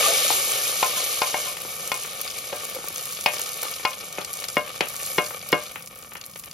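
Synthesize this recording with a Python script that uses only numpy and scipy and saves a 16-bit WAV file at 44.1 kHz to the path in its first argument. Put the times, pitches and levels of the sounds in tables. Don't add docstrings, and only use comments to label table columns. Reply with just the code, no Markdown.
import sys
import numpy as np
from scipy import signal
from scipy.fft import rfft, irfft
from scipy.io import wavfile
from scipy.ndimage import uniform_filter1d, minimum_filter1d

SR = 44100
rng = np.random.default_rng(int(sys.argv[2]) if len(sys.argv) > 2 else 0)


def unload_audio(sound):
    columns = np.transpose(np.atleast_2d(sound))
    steps = np.round(np.clip(columns, -1, 1) * 32767)
    wavfile.write(sys.argv[1], SR, steps.astype(np.int16))


def volts_from_decibels(level):
    exponent = np.asarray(level, float) / 20
    return 10 ** exponent


N = 287973
TIME_S, FREQ_HZ = np.arange(N) / SR, np.arange(N // 2 + 1) * SR / N

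# time in seconds, sizzle level in dB, bubble fineness in dB per octave.
BOIL = [(0.0, -21, -2), (0.3, -20.5, -2), (0.42, -23.5, 1.5), (0.8, -26, -1), (1.5, -29.5, -0.5),
        (1.56, -37, 0), (1.7, -32, 3), (2.1, -35.5, -0.5), (2.5, -35.5, -1.5), (2.9, -36.5, 1.5),
        (3.5, -33.5, 0.5), (4.15, -40, 1.5), (4.38, -37.5, 2), (4.75, -41.5, -0.5), (5.09, -33, 6.5),
        (5.4, -41.5, 5), (5.62, -41, -2.5), (5.85, -49.5, 10)]
# centre in Hz, level in dB.
FIZZ = [(2300, -10), (3200, 1.5), (4300, -3.5), (5800, -0.5), (8000, 7), (11000, 1.5), (15000, -3)]
# centre in Hz, width in Hz, level in dB.
POT_AIR = [(535, 142, 15.5), (700, 113, 2.5), (1172, 124, 11.5), (1781, 270, 3), (2280, 163, 11),
           (2813, 65, 2), (3065, 160, 2.5)]
# centre time in seconds, peak in dB, pitch in Hz, length in seconds.
GLUGS = [(.01, -16.5, 700, 0.003), (0.042, -24, 1196, 0.011), (0.063, -18, 1200, 0.011),
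         (0.07, -28, 780, 0.014), (0.085, -26, 660, 0.014), (0.13, -27, 820, 0.013),
         (0.103, -24.5, 680, 0.023), (0.105, -22.5, 560, 0.0057), (0.146, -33, 2270, 0.018),
         (0.251, -25, 602, 0.0064), (0.6, -35, 1755, 0.036), (0.657, -31, 2460, 0.011),
         (1.095, -41, 1203, 0.027), (2.531, -26.5, 560, 0.013), (2.765, -31, 520, 0.015),
         (3.67, -32.5, 1210, 0.013)]
# frequency in Hz,
# density in dB per Hz.
KITCHEN = [(15, -48), (25, -2.5), (179, 5.5), (261, -3.5), (519, -15), (718, -23), (852, -25), (1200, 1),
           (1500, -29), (1950, -17), (3300, -120)]
# start in seconds, ring level in dB, then nearness
# to the base, to the rim and to the handle in dB.
PAN_BLOWS = [(0.3, -45, 0, 0, 3), (0.827, -26.5, -10, 5.5, -1), (0.97, -47.5, 8, 12.5, 2),
             (1.217, -23.5, -6.5, -0.5, -2), (1.342, -21.5, -9, -14, -22), (1.469, -44.5, 2, 7.5, 5),
             (1.917, -22, -19, -7, -6), (2.527, -38, 2.5, -9, -6), (3.26, -17.5, -10, -16, -1),
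             (3.85, -17.5, -17.5, -4.5, -6.5), (4.181, -43, 1, -15, 3), (4.568, -14, -11, -9, -21),
             (4.806, -37.5, 3, -18, 9.5), (5.182, -13.5, -11, -10, -14), (5.527, -12, -10.5, -11, -18)]
# frequency in Hz, level in dB, T60 in seconds.
PAN_MODES = [
    [(484, -15.5, 0.47), (600, -3.5, 0.27), (720, -4.5, .17), (1617, -10, 0.25), (880, -37, 0.13),
     (1172, -13.5, 0.4)],
    [(1041, -1.5, .17), (1300, -9, .11), (1440, -10, .1)],
    [(2176, -5.5, 0.17), (2200, -9, .05), (2820, -13, 0.13), (1900, -4.5, 0.022), (3370, -16, 0.054),
     (3570, -54, .15)],
    [(2488, -6, 0.19), (2443, -6.5, 0.11), (2640, -22, 0.074), (4270, -71, 0.14), (5130, -5.5, 0.046),
     (5500, -28, .06)],
]
# start in seconds, body level in dB, weight in dB, hardness in dB,
# tick in dB; the last three are relative to the body.
KNOCKS = [(0.302, -15.5, -10, -7, -5), (0.827, -13.5, -45, -7, 1.5), (1.217, -16, -30, -4, 7),
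          (1.342, -18, -28, -17, -10), (1.916, -24.5, -6.5, -13, 12), (2.527, -26, -4, -4, -1),
          (3.259, -12.5, -15, 4, 4), (3.85, -17.5, -21, -6, 7), (4.182, -23, 0.5, 0, -9),
          (4.567, -18, 4.5, -19, -2), (4.806, -16, -0.5, 5.5, 6), (5.182, -14.5, 2.5, -5, -1),
          (5.527, -14, 5.5, -8, 1)]
# centre in Hz, width in Hz, T60 in seconds.
KNOCK_BANDS = [
    (434, 540, 0.15),
    (795, 407, 0.048),
    (1350, 1260, 0.044),
    (2610, 1660, 0.043),
]
# start in seconds, peak in dB, pitch in octaves over the thud.
DROPS = [(1.568, -22, 3.05), (1.648, -29, 0.42), (2.047, -28, 2.1), (2.55, -35, 0.43), (2.764, -29.5, 0.38),
         (2.785, -29.5, .4), (2.84, -28.5, 0.54), (2.901, -33, .4), (3.65, -32, 0.43), (3.671, -41, 1.5),
         (3.393, -29, 1.7), (3.632, -26.5, 1.45), (3.721, -32, 2.2), (3.795, -28, 2.2), (4.213, -35, 0.91),
         (4.439, -28.5, 2.1), (4.036, -36, .3), (4.675, -26, 2.94), (4.94, -31, 1.9), (4.999, -27, 3),
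         (5.306, -26.5, 1.8), (5.757, -21.5, 2.28), (6.118, -31, 2.1), (6.153, -24, 2.2),
         (6.236, -34.5, 3.2), (6.358, -33, 2.4), (6.437, -33.5, 2.8)]
# start in seconds, peak in dB, centre in Hz.
SPITS = [(2.0343, -20, 7020), (2.2126, -13, 11500), (2.276, -17.5, 4100), (2.4748, -22.5, 5570),
         (2.697, -18, 11300), (2.7482, -14, 11500), (2.8834, -13, 10800), (2.9592, -15, 6560),
         (3.01, -17, 11430), (3.0545, -17, 9950), (3.1484, -20, 7200), (3.2091, -16.5, 7560),
         (3.239, -14, 10340), (3.3945, -14.5, 11700), (3.6304, -11.5, 11700), (3.738, -18, 5700),
         (4.0083, -22, 5300), (4.126, -21, 6700), (4.2464, -14.5, 6740), (4.44, -16.5, 4790),
         (4.484, -14.5, 7140), (4.5553, -22, 11900), (3.7618, -21, 5560), (4.8844, -16.5, 12400),
         (5.113, -24, 5600), (5.4876, -17, 11500), (5.5194, -12.5, 10200), (1.5675, -20, 7800),
         (2.385, -16, 7900), (5.0624, -13.5, 9850)]
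# start in seconds, peak in dB, centre in Hz.
LAST_SPITS = [(5.6352, -25.5, 10900), (5.6628, -31, 4690), (5.7164, -24, 11200), (5.823, -28, 9400),
              (5.8731, -28, 7300), (5.9564, -33, 11300), (6.0245, -30.5, 6800), (6.134, -28, 12100),
              (6.1677, -32, 4480), (6.2123, -29, 5580), (6.238, -31, 4640), (6.2594, -41, 12100),
              (6.3355, -36, 5530), (6.3953, -25.5, 11300), (6.4373, -31, 6400), (6.4577, -29, 11300),
              (6.5116, -26.5, 6480)]
# frequency in Hz, level relative to the direct sound in dB.
WALL_ECHO = [(100, 11), (350, -13), (700, -5.5), (1500, -2), (4500, -1.5), (7000, -13), (16000, -8.5)]
# frequency in Hz, left minus right in dB.
PORT_PAN = [(100, -2), (500, 1), (1500, 2), (3000, 3.5), (5000, 4.5), (8000, -2.6), (16000, 4.5)]
# frequency in Hz, lead of the right port in cycles.
PORT_TURNS = [(0, 0), (5400, 0), (8250, .5), (11600, 1), (14950, 1.5), (22050, 2.5)]
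# frequency in Hz, level under the other that is dropped in dB.
JOINT_DROP = [(4000, -30), (5500, -11), (8200, -8), (10500, -4.5), (14500, -4.5), (16000, -2.5)]


def on_hz(table):
    hz, value = np.transpose(table)
    return np.interp(np.log(FREQ_HZ + 1), np.log(hz), value)


def unit(x):
    return x / np.sqrt(np.mean(x ** 2))


def band(x, hz, width_hz):
    return signal.lfilter(*signal.iirpeak(hz, hz / width_hz, fs=SR), x)


def highpass(x, hz):
    return signal.sosfilt(signal.butter(2, hz, "high", fs=SR, output="sos"), x)


def decay(t_s, t60_s):
    return np.exp(-np.log(1000) * t_s / t60_s)


def strikes(start_s, level_db):
    at = np.clip(np.asarray(start_s) * SR, 0, N - 1).astype(int)
    return np.bincount(at, volts_from_decibels(level_db), N)


def walk(rate_hz):
    hold = int(SR / rate_hz)
    levels = rng.standard_normal(size=400)[:N // hold + 1]
    slewed = uniform_filter1d(np.repeat(levels, hold), hold)
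    return 0.77 * uniform_filter1d(slewed, hold)[:N]


def bursts(rate_hz, scatter_db):
    when, size, sign = rng.random(N), rng.exponential(size=N), rng.standard_normal(N)
    click = volts_from_decibels(scatter_db * np.minimum(size, 5.2)) * sign
    return (when < rate_hz / SR) * click / np.sqrt(rate_hz)


def heard(x, t60_s=0.053, wet_db=1.8):
    t_s = np.arange(8192) / SR
    echo = rng.standard_normal((2, 8192)) * decay(t_s, t60_s) * (t_s > .0004)
    echo /= np.sqrt(np.sum(echo ** 2, axis=1, keepdims=True))
    return irfft(rfft(x) * (1 + volts_from_decibels(on_hz(WALL_ECHO) + wet_db) * rfft(echo, N)), N)


def heat_db(t_s):
    at_s, level_db, _ = np.transpose(BOIL)
    cooling_db_per_s = -3
    return np.interp(t_s, at_s, level_db) + cooling_db_per_s * np.maximum(t_s - at_s[-1], 0)


def boil(surge_db):
    fizz_db = heat_db(TIME_S)
    fineness_db = np.interp(TIME_S, *np.transpose(BOIL)[::2])
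    steady_s = 3.5
    patch_db = (surge_db + 3.24 * walk(22)) * (1 - 0.2 * np.exp(-TIME_S / steady_s))
    rate_hz = 2500 * volts_from_decibels(.75 * (fizz_db + 23.5))
    scatter_db = 2.5 - 0.039 * (fizz_db + 24)

    wide = unit(bursts(.6 * rate_hz, scatter_db))
    fizz = 0
    for hz, level_db in FIZZ:
        clicks = unit(bursts(rate_hz, scatter_db + 0.45)) + 0.38 * wide
        tilt_db = fineness_db * np.log2(hz / 8000)
        tone = band(band(clicks, hz, 0.69 * hz), hz, 0.69 * hz)
        fizz = fizz + volts_from_decibels(level_db + tilt_db + 2.2 * walk(24.92)) * tone

    plops = unit(bursts(.5 * rate_hz, scatter_db + 0.14)) + 0.37 * wide
    air = 0
    for hz, width_hz, level_db in POT_AIR:
        air = air + volts_from_decibels(level_db + 2.0 * walk(12)) * band(plops, hz, width_hz) / np.sqrt(width_hz)
    air = highpass(air, 380)
    pour_db, pour_s = 8.5, 0.14
    stir_db, stir_s = 3, 0.1
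    blows = strikes(*np.transpose(KNOCKS)[:2]) * volts_from_decibels(12.5)
    stirred = signal.lfilter([1], [1, -np.exp(-1 / (stir_s * SR))], blows)
    air_db = -33 + 0.63 * (fizz_db + 22)
    air_db = air_db + pour_db * np.exp(-TIME_S / pour_s) + stir_db * stirred
    return unit(fizz) * volts_from_decibels(fizz_db + patch_db - 3.5) + unit(air) * volts_from_decibels(air_db + 0.15 * patch_db - 5.0)


def splash():
    churn = unit(band(rng.standard_normal(N), 134, 120))
    level_db, fade_s = -47.5, 0.45
    return volts_from_decibels(level_db + 2.6 * walk(6)) * np.exp(-TIME_S / fade_s) * churn


def kitchen():
    shape = volts_from_decibels(on_hz(KITCHEN))
    mid, side = (unit(irfft(rfft(rng.standard_normal(N)) * shape, N)) for _ in range(2))
    level_db = -52.5 + 0.72 * walk(3.17)
    return volts_from_decibels(level_db) * (mid + 0.16 * side * np.array([[1], [-1]]))


def glugs():
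    out = 0
    for at_s, peak_db, hz, length_s in GLUGS:
        swell = np.exp(-(2 * (TIME_S - at_s) / length_s) ** 2)
        out = out + volts_from_decibels(peak_db) * swell * np.sin(2 * np.pi * hz * TIME_S)
    return out


def pan():
    start_s, ring_db, base_db, rim_db, handle_db = np.transpose(PAN_BLOWS)
    families_db = ring_db + base_db, ring_db + rim_db, ring_db, ring_db + handle_db
    out = 0
    for family_db, modes in zip(families_db, PAN_MODES):
        for hz, level_db, t60_s in modes:
            pole = np.exp(2j * np.pi * hz / SR - np.log(1000) / (t60_s * SR))
            hit = strikes(start_s, family_db + level_db + 4.5)
            out = out + signal.lfilter([1], [1, -pole], hit).imag
    return out


def contacts():
    gap_db = -11
    drop_db_per_octave = 8.5
    rows = []
    for start_s, body_db, weight_db, hard_db, _ in KNOCKS:
        knock_db = body_db + hard_db / 2 + gap_db
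        rows.append((start_s, body_db + weight_db, body_db, knock_db, body_db + hard_db))
    octaves = np.log2([hz / KNOCK_BANDS[0][0] for hz, *_ in KNOCK_BANDS])
    for start_s, peak_db, pitch in DROPS:
        rows.append((start_s, *(peak_db - drop_db_per_octave * np.abs(octaves - pitch))))
    return rows


def knocks():
    out, t_s = np.zeros(N + 4096), np.arange(4096) / SR
    rows = contacts()
    for (start_s, *parts_db), rattle in zip(rows, rng.standard_normal((len(rows), 4096))):
        for part_db, (hz, width_hz, t60_s) in zip(parts_db, KNOCK_BANDS):
            push = 8 * np.exp(-((t_s - .0004 - 400 / hz ** 2) / .0001) ** 2)
            contact = (1 - np.exp(-t_s / 0.0019)) * decay(t_s, t60_s)
            shake = band(band(push + rattle * contact, hz, width_hz), hz, 1.16 * width_hz)
            out[int(start_s * SR):][:4096] += volts_from_decibels(part_db + 4.0) * shake / np.abs(shake).max()
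    return out[:N]


def spits():
    small_count, small_from_s = 70, 1.6
    when, size, pitch = rng.random((small_count, 3)).T
    small_s = small_from_s + when ** .7 * (LAST_SPITS[0][0] - small_from_s)
    small_db = heat_db(small_s) + 17 + 6.5 * np.log(size)
    small_hz = 3080 * 2 ** (2.7 * pitch)
    last = [(s, db + 4, hz) for s, db, hz in LAST_SPITS]
    ticks = [(s + 0.000963, db + tick_db, 3350) for s, db, *_, tick_db in KNOCKS]
    rows = SPITS + last + ticks + list(zip(small_s, small_db, small_hz))

    out, t_s = np.zeros(N + 512), np.arange(512) / SR
    rise_s, fall_s = .0008, 0.0022
    shape = (1 - np.exp(-t_s / rise_s)) * np.exp(-t_s / fall_s)
    for (start_s, peak_db, hz), hiss in zip(rows, rng.standard_normal((len(rows), 512))):
        centre_hz = min(hz, 14000)
        crack = band(hiss * shape, centre_hz, 0.59 * centre_hz)
        out[int(start_s * SR):][:512] += volts_from_decibels(peak_db - 2) * crack / np.abs(crack).max()
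    return out[:N]


def scene():
    surge_db = 0.84 * walk(7)
    soup = sum(heard(boil(surge_db)) for _ in range(3))
    soup = soup + heard(spits() + glugs(), t60_s=0.031, wet_db=2.0)
    ring = heard(uniform_filter1d(pan(), size=4), t60_s=.03, wet_db=-9)
    hits = heard(knocks(), t60_s=0.19, wet_db=2.5) + ring
    hits = highpass(hits, 140)
    hits = np.roll(hits, int(.001 * SR), axis=1) * volts_from_decibels(np.array([[.6], [-.6]]))
    return soup + hits + kitchen() + splash()


def joint_stereo(x):
    hz, at_s, both = signal.stft([x[0] + x[1], x[0] - x[1]], SR, nperseg=2048)
    power = uniform_filter1d(np.abs(both) ** 2, size=20, axis=1)
    margin = volts_from_decibels(2 * np.interp(hz, *np.transpose(JOINT_DROP)))[:, None]
    treble = np.sum(np.diff(x, prepend=0) ** 2, axis=0)
    crest = uniform_filter1d(treble, size=128) / uniform_filter1d(treble, size=2048)
    peak_crest = -minimum_filter1d(-crest, size=1024)
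    click_db = 4.7
    clicky = peak_crest[np.minimum(at_s * SR, N - 1).astype(int)] > volts_from_decibels(2 * click_db)
    keep = clicky | (power > margin * power[::-1])
    mid, side = signal.istft(both * keep, SR, nperseg=2048)[1][:, :N]
    return np.array([mid + side, mid - side]) / 2


def band_limit(x):
    return signal.sosfilt(signal.butter(12, 16500, fs=SR, output="sos"), x)


def record(dry):
    pan_db = on_hz(PORT_PAN)
    turns = np.interp(FREQ_HZ, *np.transpose(PORT_TURNS))
    bass_cut = FREQ_HZ ** 2 / (FREQ_HZ ** 2 + 40 ** 2)
    left = volts_from_decibels(pan_db / 2)
    right = volts_from_decibels(-pan_db / 2) * np.exp(2j * np.pi * turns)
    ports = irfft(rfft(dry) * bass_cut * np.array([left, right]), N)
    limit = 1.15
    rounded = limit * np.tanh(ports / limit)
    top = signal.ellip(10, .2, 70, 15900, fs=SR, output="sos")
    mix = joint_stereo(signal.sosfilt(top, rounded))
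    return band_limit(mix)


dry = scene()
out = record(dry)
unload_audio(out)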